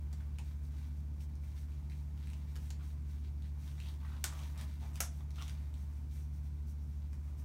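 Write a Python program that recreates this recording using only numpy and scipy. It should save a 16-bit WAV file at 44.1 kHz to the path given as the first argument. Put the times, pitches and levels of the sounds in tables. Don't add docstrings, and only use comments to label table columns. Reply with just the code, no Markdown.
import sys
import numpy as np
from scipy import signal
from scipy.fft import rfft, irfft, next_fast_len
from scipy.io import wavfile
from scipy.ndimage import map_coordinates

SR = 44100
rng = np.random.default_rng(int(sys.argv[2]) if len(sys.argv) > 2 else 0)


def digitize_waveform(pressure):
    field = np.atleast_2d(pressure).T
    bounded = np.clip(field, -1, 1)
    quanta = np.round(bounded * 32767).astype(np.int16)
    wavfile.write(sys.argv[1], SR, quanta)


N = 328444
T = np.arange(N) / SR

# start in seconds, length in seconds, sliding level in dB, crumpling level in dB.
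FINGER_STROKES = [(0.103, .17, -78, -76), (0.397, 0.18, -74, -73.5), (0.617, 0.089, -73.5, -75),
                  (.69, 0.27, -72.5, -71.5), (0.955, 0.071, -78, -83), (1.189, 0.087, -68.5, -74.5),
                  (1.41, 0.15, -74, -74), (1.537, .14, -70, -70.5), (1.68, 0.18, -80, -76),
                  (1.874, .22, -75, -76), (2.163, 0.32, -74, -69), (2.464, 0.12, -74, -71),
                  (2.57, 0.2, -69, -72), (2.808, 0.16, -70, -71.5), (3.05, 0.2, -74, -74.5),
                  (3.231, 0.075, -78, -70), (3.423, 0.099, -80, -72.5), (3.573, 0.22, -68, -70.5),
                  (3.749, 0.25, -68, -67), (3.965, 0.39, -74, -69.5), (4.31, 0.27, -64.5, -65),
                  (4.568, 0.11, -64.5, -60.5), (4.65, .16, -72.5, -69), (4.786, .15, -69.5, -66),
                  (4.929, 0.088, -65, -70), (5.106, .15, -70.5, -78), (5.326, 0.28, -67, -68.5),
                  (5.554, .15, -78, -75), (5.73, 0.19, -74, -77.5), (5.888, 0.17, -75.5, -80),
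                  (6.094, .19, -67.5, -72.5), (6.318, 0.097, -72.5, -82), (6.426, 0.079, -75, -78),
                  (6.662, .09, -70.5, -89), (6.76, 0.37, -79.5, -89), (7.117, 0.058, -75, -80),
                  (7.23, 0.12, -77, -81), (7.37, 0.074, -69, -85)]
WALL_S, WALL_DB = .0085, -11.5


def rustle():
    # time in seconds, level in dB.
    tautness = [(0, -72), (1.1, -76), (2.7, -71.5), (3.3, -78), (3.9, -69.5), (4.23, -72.5), (4.33, -60.5),
                (4.46, -72), (4.6, -59), (4.74, -74.5), (4.85, -67), (5.27, -75), (5.48, -69), (6.3, -78),
                (7, -76.5), (7.3, -71)]
    # frequency in Hz, level in dB per Hz.
    stretch_colour = [(200, -27), (450, -11.5), (700, 0), (1000, 1.5), (1500, -4.5), (2200, -8.5),
                      (5000, -19.5)]
    # frequency in Hz, level in dB per Hz.
    crumple_colour = [(700, -27.5), (1600, -0.5), (2400, -.5), (3800, 0.5), (5000, -6.5), (9000, -22.5)]
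    # frequency in Hz, level in dB per Hz.
    slide_colour = [(2000, -25), (4200, -8.5), (5800, 1), (7000, -2), (9400, -2), (10400, -9.5),
                    (12800, -3), (16000, -7)]
    idle_slide_db, idle_crumple_db = -81, -81.5
    fidget_db, fidget_per_s = 0.5, 11

    fidget = fidget_db * wobble(fidget_per_s)
    slide_power = amp(idle_slide_db + fidget) ** 2
    crumple_power = amp(idle_crumple_db + fidget) ** 2
    for start, length, slide_db, crumple_db in FINGER_STROKES:
        gain = stroke_gain(length)
        add(slide_power, start, (amp(slide_db) * gain) ** 2)
        add(crumple_power, start, (amp(crumple_db) * gain) ** 2)

    stretch_level = amp(np.interp(T, *np.transpose(tautness)))
    stretch = stretch_level * crinkle(stretch_colour, rate=900, spread_db=0)
    crumple = np.sqrt(crumple_power) * crinkle(crumple_colour, rate=900, spread_db=6.5)
    slide = np.sqrt(slide_power) * crinkle(slide_colour, rate=3000, spread_db=2.5)
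    return stretch + crumple + slide


def stroke_gain(length):
    attack_share, release_share = 0.32, 0.63
    u = np.linspace(0, 1, int(length * SR))
    ramp = np.minimum(u / attack_share, (1 - u) / release_share)
    return np.sin(np.pi / 2 * np.clip(ramp, 0, 1))


def crinkle(spectrum, rate, spread_db):
    unevenness = amp(spread_db * np.clip(rng.standard_normal(N), -2, 2))
    sizes = rng.standard_normal(N) * unevenness
    happens = rng.random(N) < rate / SR
    return unit(room(colour(sizes * happens, spectrum), wet_db=1.5))


def cuff(flutter_t60=0.036):
    # time in seconds, level in dB, contacts a second as it rolls round the wrist,
    # about which contact hits hardest (counting from 1), flutter level in dB against the roll.
    snaps = [(4.2408, -20, 1770, 0.55, -8), (5.004, -18.5, 938, 2.1, -1)]
    # frequency in Hz, level in dB per Hz.
    slap_colours = [
        [(120, -18), (350, -8.5), (600, -10.5), (1000, -2.5), (1450, -3), (2100, -2.5), (2600, -3.5), (3600, 1),
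         (4800, -2), (7000, 2), (8700, 2), (10500, -6.5), (13000, -3.5), (16000, -10)],
        [(120, -21), (400, -12), (620, 0), (1000, -2.5), (1350, 2.5), (2200, .5), (3400, -2), (4700, -4),
         (5700, 8), (6800, 4), (8500, 2), (10500, 2.5), (13000, 1), (16000, -5)],
    ]
    # frequency in Hz, level in dB.
    wall_colour = [(500, 1), (1500, 0.5), (4000, -1), (8000, -.5), (12000, -1.5), (16000, -2)]
    direct_db, tail_db = -6.5, -6
    smear = .0012

    out, t = np.zeros(N), np.arange(SR // 2) / SR
    k = np.arange(5)[:, None]
    hz = np.fft.rfftfreq(len(t), 1 / SR)
    contact = np.exp(-2j * np.pi * smear * hz * (1 - hz / SR))
    for (s, db, rate, hardest, flutter_db), spectrum in zip(snaps, slap_colours):
        delays = (k + rng.uniform(0, .25, k.shape)) / rate
        contacts = (k + 1) * np.exp(-k / hardest - 2j * np.pi * hz * delays)
        roll = irfft(contact * np.sum(contacts, axis=0))
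        flutter = rng.standard_normal(len(t)) * fade(t, flutter_t60)
        slap = blow(colour(blow(roll) + amp(flutter_db) * blow(flutter), spectrum))
        tail = blow(colour(colour(reverberation(), wall_colour), spectrum))
        add(out, s, amp(db + direct_db) * slap)
        add(out, s + WALL_S, amp(db + direct_db + WALL_DB) * slap)
        add(out, s, amp(db + tail_db) * tail)
    return out


def flicks():
    # time in seconds, crack level in dB before a lift of 0.5 dB,
    # ring pitch in Hz, ring level in dB against the crack before a cut of 7 dB,
    # time in seconds for the crack's noise to fade by 60 dB.
    large_folds = [(.129, -49, 5560, 2, 0.027), (.3856, -46, 2570, 7, 0.033), (1.206, -59.5, 3050, 5, .03),
                   (1.355, -60, 2500, -10, .0025), (1.437, -62, 2280, 9, 0.0043),
                   (1.72, -65, 2450, 10, .003), (1.899, -56, 2200, 7, .003), (2.2723, -56, 2580, 6.5, .003),
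                   (2.302, -55, 2490, 7, .003), (2.334, -52, 2930, 5, .002),
                   (2.557, -49.5, 1700, 1.5, .008), (2.563, -46, 6070, -6, 0.017),
                   (2.7046, -45, 6400, -2, 0.0063), (2.7085, -46.5, 6100, 2, .003),
                   (3.423, -62, 3670, 10, 0.0027), (3.6776, -58.5, 3350, 9, .003),
                   (3.8019, -51.5, 2630, 9.5, .005), (3.886, -55, 3550, 8, 0.0043),
                   (4.325, -54, 1200, 14, 0.0032), (4.392, -52, 2900, 5, .012),
                   (4.578, -50, 1830, -8, 0.0077), (4.612, -45, 2480, -14, 0.0085),
                   (4.957, -44, 3600, -14, 0.0074), (5.3066, -53.5, 4170, 1, 0.0043),
                   (5.3593, -56, 3670, 4, 0.0062), (5.416, -49, 3300, -4, 0.0044),
                   (5.4232, -44.5, 3570, 8.5, 0.0027), (5.4805, -47, 3420, 5, 0.0026),
                   (5.4964, -47, 3400, -1, 0.0039), (5.741, -55, 2370, -6, 0.0055),
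                   (7.1315, -54.5, 3140, -6, 0.0061)]
    # frequency in Hz, level in dB per Hz.
    crack_colour = [(150, -15), (500, 0.5), (2000, -1.5), (6000, -1.5), (9000, -3.5), (11000, -9.5),
                    (16000, -13.5)]
    lift_db, ring_cut_db = 0.5, 7.0
    cycles = 7

    out, t = np.zeros(N), np.arange(SR // 20) / SR
    for s, db, hz, ring_db, length in [*large_folds, *small_folds()]:
        crack = blow(colour(rng.standard_normal(len(t)) * fade(t, length), crack_colour))
        ring = blow(t * np.sin(2 * np.pi * hz * t) * fade(t, cycles / hz))
        flick = crack + amp(ring_db - ring_cut_db) * ring
        with_space = np.pad(flick, (0, SR // 5))
        add(out, s, amp(db + lift_db) * room(with_space, wet_db=-1.5))
    return out


def small_folds(scatter=0.27, spread_db=2.5):
    per_s, crack_db, middle_hz = 11, 4.5, 2840
    ring_db, crack_s = 2, .004
    rows = []
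    for start, length, _, crumple_db in FINGER_STROKES:
        chances = np.transpose([rng.random(8), rng.standard_normal(8), rng.standard_normal(8)])
        for u, size, detune in chances[:int(per_s * length)]:
            db = crumple_db + crack_db + spread_db * size
            hz = middle_hz * np.exp(scatter * detune)
            rows.append((start + u * length, db, hz, ring_db, crack_s))
    return rows


def drags(slip_rate=450, scatter=0.13, cycles=18):
    # start in seconds, length in seconds, first pitch # in Hz, last pitch in Hz, level in dB before a cut of
    # 1.5 dB, hiss level in dB against the creak.
    skin_drags = [(0.196, 0.033, 1700, 1500, -67, -5), (0.385, 0.024, 1200, 700, -63, -7),
                  (1.903, 0.024, 2330, 2600, -68, 1), (2.795, 0.021, 1130, 1056, -63.5, -7.5),
                  (3.795, .12, 2540, 4050, -64, -15), (4.021, 0.05, 1240, 1380, -61, -7),
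                  (4.077, 0.097, 1400, 1100, -62.5, -8), (4.315, 0.16, 1070, 970, -62, -4),
                  (4.802, .062, 807, 955, -60.5, -11), (4.959, 0.026, 1020, 1280, -65.5, 4),
                  (5.185, .03, 900, 1110, -67, -5), (5.359, 0.082, 3700, 2230, -59.5, -15),
                  (5.365, 0.081, 1140, 1450, -60, -10), (5.453, .055, 3600, 3380, -67, 4.5)]
    # frequency in Hz, level in dB per Hz.
    scrape_colour = [(500, -22), (1500, 7), (3800, 8), (5000, -3), (7500, -5), (11000, -15), (16000, -10)]
    cut_db = 1.5

    out, t = np.zeros(N), np.arange(SR // 40) / SR
    for s, length, first_hz, last_hz, db, hiss_db in skin_drags:
        creak, scrape = np.zeros((2, SR // 2))
        slips = np.transpose([rng.random(96), rng.standard_normal(96), rng.rayleigh(size=96)])
        for u, detune, size in slips[:max(int(slip_rate * length), 2)]:
            hz = (first_hz + u * (last_hz - first_hz)) * np.exp(scatter * detune)
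            force = size * np.sqrt(np.sin(np.pi * u))
            add(creak, u * length, force * np.sin(2 * np.pi * hz * t) * fade(t, cycles / hz))
            add(scrape, u * length, force * fade(t, 0.0052))
        hiss = colour(scrape * rng.standard_normal(len(scrape)), scrape_colour)
        drag = unit(creak) + amp(hiss_db) * unit(hiss)
        length_gain = np.sqrt(length * SR / len(drag))
        add(out, s, amp(db - cut_db) * length_gain * room(drag, wet_db=-1))
    return out


def pops():
    # time in seconds, pitch in Hz, level in dB, time in seconds
    # to fade by 60 dB.
    snap_notes = [(4.2455, 1460, -37.5, 0.029), (5.005, 705, -34, 0.022), (5.004, 1330, -35.5, 0.027)]
    out, t = np.zeros(N), np.arange(SR // 3) / SR
    for s, hz, db, t60 in snap_notes:
        note = np.sin(2 * np.pi * hz * t) * fade(t, t60)
        add(out, s, amp(db) * room(note, wet_db=-3.0))
    return out


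def ventilation():
    # frequency in Hz, rms level in dB, size of the level's wavering in dB.
    fan_tones = [(59.05, -55, 1.5), (72.92, -41.5, .4), (108.5, -65, 2), (120, -71, 1), (145.84, -54.5, 1),
                 (218.76, -70, 1.5), (291.6, -80, 2), (364.6, -85, 2)]
    # frequency in Hz, level in dB per Hz.
    rumble_colour = [(15, -31.5), (27, -23), (42, 0.5), (75, 5.5), (94, -1), (106, 5), (140, 5),
                     (163, -6.5), (188, 4.5), (208, -8), (234, 0), (270, -6), (330, -12.5), (600, -44)]
    # frequency in Hz, level in dB per Hz.
    air_colour = [(150, 0.5), (400, 7), (600, 1.5), (900, 3), (1250, -4.5), (1550, -2.5), (1850, -12),
                  (2300, -4.5), (2800, -13), (6000, -12), (9000, -19.5), (10500, -27), (13000, -22),
                  (16000, -24)]
    hum = np.zeros(N)
    for hz, db, waver_db in fan_tones:
        level = np.sqrt(2) * amp(db + waver_db * wobble(3.237))
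        hum += level * np.sin(2 * np.pi * (hz * T + rng.random()))
    rumble = amp(-55) * unit(colour(rng.standard_normal(N), rumble_colour))
    air = amp(-71.0) * unit(colour(rng.standard_normal(N), air_colour))
    return hum + rumble + air


def room(x, wet_db):
    response = amp(wet_db) * reverberation()
    response[0] += 1
    add(response, WALL_S + rng.uniform(-.001, .001), amp([WALL_DB]))
    return signal.fftconvolve(x, response / np.linalg.norm(response))[:len(x)]


def reverberation():
    # frequency in Hz, time in seconds to fade by 60 dB.
    ring_times = [(200, 0.36), (1000, 0.23), (6000, 0.23), (10000, 0.2), (16000, 0.12)]
    hz, t, z = signal.stft(rng.standard_normal(SR // 2), SR, nperseg=256)
    faded = z * fade(t, along(ring_times, hz)[:, None])
    tail = signal.istft(faded, SR, nperseg=256)[1]
    return tail / np.linalg.norm(tail)


def colour(x, spectrum):
    m = 2 * next_fast_len(min(len(x), SR // 2))
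    cepstrum = irfft(np.log(amp(along(spectrum, np.fft.rfftfreq(m, 1 / SR)))))
    cepstrum[1:m // 2] *= 2
    cepstrum[m // 2 + 1:] = 0
    response = irfft(np.exp(rfft(cepstrum)))[:m // 2]
    return signal.oaconvolve(x, response)[:len(x)]


def along(points, hz):
    f, v = np.transpose(points)
    return np.interp(np.log(hz + 1), np.log(f + 1), v)


def fade(t, t60):
    return np.exp(-np.log(1000) * t / np.maximum(t60, 1e-4))


def wobble(rate):
    return map_coordinates(rng.standard_normal(int(N * rate / SR) + 4), [T * rate])


def add(track, s, sound):
    part = track[max(round(s * SR), 0):][:len(sound)]
    part += sound[:len(part)]


def amp(db):
    return 10 ** (np.asarray(db) / 20)


def unit(x):
    return x / np.sqrt(np.mean(x ** 2) + 1e-20)


def blow(x):
    return x / np.linalg.norm(x) * np.sqrt(SR / 1000)


def scene():
    gloves = rustle() + cuff() + flicks() + drags() + pops()
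    return (gloves + ventilation())[None]


def record(dry):
    top_hz = 15900
    m = next_fast_len(N + SR // 2)
    passed = 1 / np.sqrt(1 + (np.fft.rfftfreq(m, 1 / SR) / top_hz) ** 200)
    return irfft(rfft(dry, m) * passed, m)[:, :N]


dry = scene()
out = record(dry)
digitize_waveform(out)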